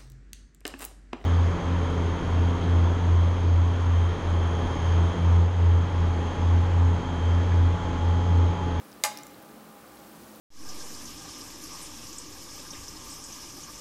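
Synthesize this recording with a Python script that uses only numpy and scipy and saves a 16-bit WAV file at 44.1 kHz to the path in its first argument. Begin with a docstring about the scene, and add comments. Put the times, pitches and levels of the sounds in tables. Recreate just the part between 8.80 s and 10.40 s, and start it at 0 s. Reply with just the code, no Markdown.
"""A small room, one microphone close to a wooden table. A small crumpled foil wrapper drops on it:
a sharp crack from its stiff folds, a second touch as it tips over, then a few light ticks as it
settles. Foil and wood ring briefly and the room answers. Bubbles burst faintly in a drink
beside it, over quiet room noise and the low hum of an appliance."""
import sys
import numpy as np
from scipy import signal
from scipy.fft import rfft, irfft
from scipy.io import wavfile

SR = 44100
rng = np.random.default_rng(int(sys.argv[2]) if len(sys.argv) > 2 else 0)


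def generate_wav(signal):
    """Clip the signal to [-1, 1] and save it as 16-bit WAV at the path in sys.argv[1]."""
    frames = np.transpose(np.atleast_2d(signal))
    scaled = np.clip(frames, -1, 1) * 32767
    pcm = np.round(scaled).astype(np.int16)
    wavfile.write(sys.argv[1], SR, pcm)


N = 70560
T = np.arange(N) / SR
CUTOFF_HZ = 15750

# spectrum of the room tone: frequency_hz, relative_db
ROOM_TONE = [(25, -40), (35, -37), (45, -13.5), (60, -4), (78, -21), (100, -6.5), (125, -8), (170, -2.5),
             (250, -3), (310, 0.5), (400, -7.5), (550, -4.5), (800, -9.5), (1300, -10), (2000, -17.5),
             (4000, -22), (6500, -25.5), (13000, -24), (15500, -22.5)]
# partials of the appliance: pitch_hz, relative_db
HUM_PARTIALS = [(215.3, -56.5), (290.7, -62), (425.3, -66), (522.2, -66), (812.9, -60), (1190, -64.5)]
# contour of the fine fizz: time_s, relative_db
FIZZ_CONTOUR = [(0.55, -59.5), (0.822, -61), (1.312, -56.5), (1.6, -56)]
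# larger bubbles bursting: start_s, level_db, pitch_hz
BUBBLE_POPS = [(0.119, -41.5, 5550), (0.129, -39.5, 4950), (0.545, -42, 4070), (0.626, -34, 14500),
               (1.158, -39, 10600), (1.171, -45, 3980), (1.559, -34, 13900)]
# the room's reverberation: frequency_hz, gain_db, t60_s
ROOM_DECAY = [(300, -16, 0.34), (780, -3, 0.29), (2000, -9.5, 0.66), (4960, -11, 0.5), (7900, -10.5, 0.21),
              (15000, -14, 0.33)]
# modes of the table: pitch_hz, relative_db, nominal_t60_s
WOOD_MODES = [(592, -12, 0.24), (673, -9, 0.17), (840, 0, 0.39), (953, -14, 0.11), (1104, -15, 0.2),
              (1200, -3, 0.12), (1297, -20, 1.0), (1561, -13, 0.26), (1776, -9, 0.13), (2030, -14, 0.18),
              (2099, -21, 0.54), (2422, -19, 0.23), (2826, -14, 0.2), (2972, -14, 0.11)]
# modes of the wrapper: pitch_hz, relative_db, nominal_t60_s
FOIL_MODES = [(4000, -7, 0.12), (4280, -9, 0.15), (4533, -5, 0.12), (4899, -4, 0.1), (5001, -8, 0.19),
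              (5819, 0, 0.1), (6067, -12, 0.21), (6309, -19, 1.4), (6718, -1, 0.098), (7111, -11, 0.18),
              (7822, -6, 0.14), (8183, 0, 0.097), (8500, -22, 0.21), (8769, -2, 0.1), (9211, -13, 0.17),
              (9453, -2, 0.052), (9830, -11, 0.12), (10100, -7, 0.14), (10430, -19, 0.16),
              (10870, -8, 0.12), (11130, -9, 0.12), (11490, -1, 0.072), (11970, -12, 0.13),
              (12370, -19, 0.13)]
# corners tapping the table: start_s, level_db, pitch_hz, snap_db, relative_ring_db
SETTLING_TICKS = [(0.3731, -28, 5400, -37, -23.5), (0.387, -33, 5900, -45, -21.5),
                  (0.4339, -34.5, 7300, -46, -32), (0.4675, -44.5, 6200, -42, -40)]
# spectrum of the many small creases: frequency_hz, relative_db
CREASE_SPECTRUM = [(300, -9), (450, -17), (570, 3), (760, -6), (1000, -1.5), (1500, -6.5), (2200, -1),
                   (3200, -9), (4500, -7), (7000, -3), (10500, -9), (14000, -15.5), (16000, -21)]
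# stiff folds, heard as the crack: pitch_hz, relative_db, t60_s
FOLD_MODES = [(980, -25.5, 0.02), (2114, -22, 0.03), (2760, -27.5, 0.014), (3580, -13.5, 0.0072),
              (4920, -15, .008), (6440, -14.5, 0.0083), (8130, -12.5, 0.0071), (11170, -21.5, 0.0095),
              (14700, -19, 0.0037)]
# the wrapper lands, then tips over (relative levels): start_s, crack_db, ring_db, crinkle_db
TOUCHDOWNS = [(0.2377, -0.5, -7, 1), (0.2484, -22, 0, -5.5)]


def from_db(db):
    """Decibels to gain."""
    return 10 ** (np.asarray(db) / 20)


def rms_one(x):
    """Scale to rms 1."""
    return x / np.sqrt(np.mean(x ** 2) + 1e-20)


def at_hz(table, hz, column=1):
    """Read a column of a table on a log-frequency axis."""
    table = np.array(table)
    return np.interp(np.log(hz), np.log(table[:, 0]), table[:, column])


def decay(start, t60):
    """Sudden onset, then a fall of 60 dB in t60 seconds."""
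    return (T >= start) * np.exp(-np.log(1000) * np.clip((T - start) / t60, 0, 10))


def ring(start, hz, t60):
    """A struck mode of height 1."""
    return decay(start, t60) * np.sin(2 * np.pi * hz * (T - start))


def noise(spectrum):
    """Noise of a given colour, rms 1."""
    hz = np.maximum(np.fft.rfftfreq(N, 1 / SR), 1)
    return rms_one(irfft(rfft(rng.standard_normal(N)) * from_db(at_hz(spectrum, hz)), N))


def band(low_hz, high_hz):
    """One band of unit white noise."""
    bandpass = signal.butter(2, [low_hz, high_hz], "band", fs=SR, output="sos")
    return signal.sosfilt(bandpass, rng.standard_normal(N))


def drift(rate_hz):
    """Slow random wander, rms 1."""
    hz = np.fft.rfftfreq(N, 1 / SR)
    return rms_one(irfft(rfft(rng.standard_normal(N)) / (1 + (hz / rate_hz) ** 2), N))


def background(tone_db=-50, hum_gain_db=-1.5, waver_depth=1.4):
    """Steady room tone and an appliance whose partials waver in level and phase."""
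    hum = 0
    for hz, db in HUM_PARTIALS:
        waver_hz = 0.016 * hz
        waver = 1 + waver_depth * (drift(waver_hz) + 1j * drift(waver_hz))
        partial = np.exp(2j * np.pi * (hz * T + rng.random()))
        hum += from_db(db + hum_gain_db) * rms_one(np.real(waver * partial))
    return from_db(tone_db) * noise(ROOM_TONE) + hum


def fizz(level_db=-63.5, bursts_per_s=6000, spread_db=4, ring_cycles=22, swing=1.87, pitches=36):
    """In the glass, tiny bubbles burst at random and ring briefly; a few larger ones stand out."""
    sizes = from_db(spread_db * np.minimum(rng.exponential(1, N), 4)) * rng.choice([-1, 1], N)
    bursts = sizes * (rng.random(N) < bursts_per_s / SR)
    pitch_index = rng.integers(0, pitches, N)
    fine = np.zeros(N)
    for k, hz in enumerate(np.linspace(4000, 15700, pitches)):
        bubble = np.sqrt(hz) * ring(0, hz, ring_cycles / hz)
        fine += signal.fftconvolve(bursts * (pitch_index == k), bubble)[:N]
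    pops = sum(from_db(db) * ring(s, hz, ring_cycles / hz) for s, db, hz in BUBBLE_POPS)
    contour_db = np.interp(T, *np.transpose(FIZZ_CONTOUR))
    swell_db = swing * (contour_db - contour_db.mean())
    return from_db(level_db + swell_db) * rms_one(fine) + pops


def room_tail(direct, delay_s=0.0099, bands=12):
    """A diffuse tail reaches the microphone after the direct sound and lasts longest near 2 kHz."""
    edges = np.geomspace(300, CUTOFF_HZ, bands + 1)
    tail = np.zeros(N)
    for low, high in zip(edges, edges[1:]):
        hz = np.sqrt(low * high)
        t60 = at_hz(ROOM_DECAY, hz, column=2)
        envelope = decay(delay_s, t60) * np.sqrt(2 * np.log(1000) / (t60 * SR))   # unit energy
        tail += from_db(at_hz(ROOM_DECAY, hz)) * band(low, high) * envelope
    return signal.fftconvolve(direct, tail)[:N]


def ringing(modes, touches, gain_db, decay_speed, longest_s):
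    """Wood or foil rings on: each touch feeds more energy into the same modes."""
    out = np.zeros(N)
    for hz, db, t60 in modes:
        ring_s = min(t60 / decay_speed, longest_s)
        energy = sum((from_db(ring_db) * decay(s, ring_s)) ** 2 for s, ring_db in touches)
        out += from_db(gain_db + db) * np.sqrt(energy) * np.sin(2 * np.pi * (hz * T + rng.random()))
    return out


def settling(tick_t60_s=0.0074, snap_t60_s=0.018, snap_low_hz=4930):
    """Corners tap the table: one damped fold and a bright snap each."""
    out = np.zeros(N)
    for start, db, hz, snap_db, _ in SETTLING_TICKS:
        out += from_db(db) * ring(start, hz, tick_t60_s)
        out += from_db(snap_db) * decay(start, snap_t60_s) * rms_one(band(snap_low_hz, CUTOFF_HZ))
    return out


def landing(buckle_s=0.0004525, buckle_db=-6.5, crease_db=-22.5, crease_t60_s=0.081):
    """Each touchdown cracks the stiff folds and shakes the small creases."""
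    out = np.zeros(N)
    for start, crack_db, _, crinkle_db in TOUCHDOWNS:
        for k, (hz, db, t60) in enumerate(FOLD_MODES):
            buckle = from_db(buckle_db) * ring(start + buckle_s, hz, t60)   # the fold gives way
            out += (-1) ** k * from_db(crack_db + db) * (ring(start, hz, t60) + buckle)
        out += from_db(crease_db + crinkle_db) * decay(start, crease_t60_s) * noise(CREASE_SPECTRUM)
    return out


def scene(bass_cut_hz=394):
    """At the microphone, in mono: the wrapper up front, the glass and the room tone beneath it."""
    contacts = landing() + settling()
    reverb = room_tail(contacts)
    blows = [(start, ring_db) for start, _, ring_db, _ in TOUCHDOWNS]
    taps = [(start, ring_db) for start, *_, ring_db in SETTLING_TICKS]
    # the wood rings briefly after each touch and tick
    wood = ringing(WOOD_MODES, blows + taps, gain_db=-27, decay_speed=1.07, longest_s=0.28)
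    foil = ringing(FOIL_MODES, blows, gain_db=-34.5, decay_speed=0.93, longest_s=0.17)
    # so light an object makes no thump
    bass_cut = signal.butter(5, bass_cut_hz, "high", fs=SR, output="sos")
    wrapper = signal.sosfilt(bass_cut, contacts + reverb + wood + foil)
    return (wrapper + fizz() + background())[None]


def record(dry, peak_limit=0.72):
    """The highest peaks are rounded and the top treble is cut steeply."""
    rounded = peak_limit * np.tanh(dry / peak_limit)
    return signal.sosfilt(signal.ellip(10, .2, 80, CUTOFF_HZ, fs=SR, output="sos"), rounded)


dry = scene()
out = record(dry)
generate_wav(out)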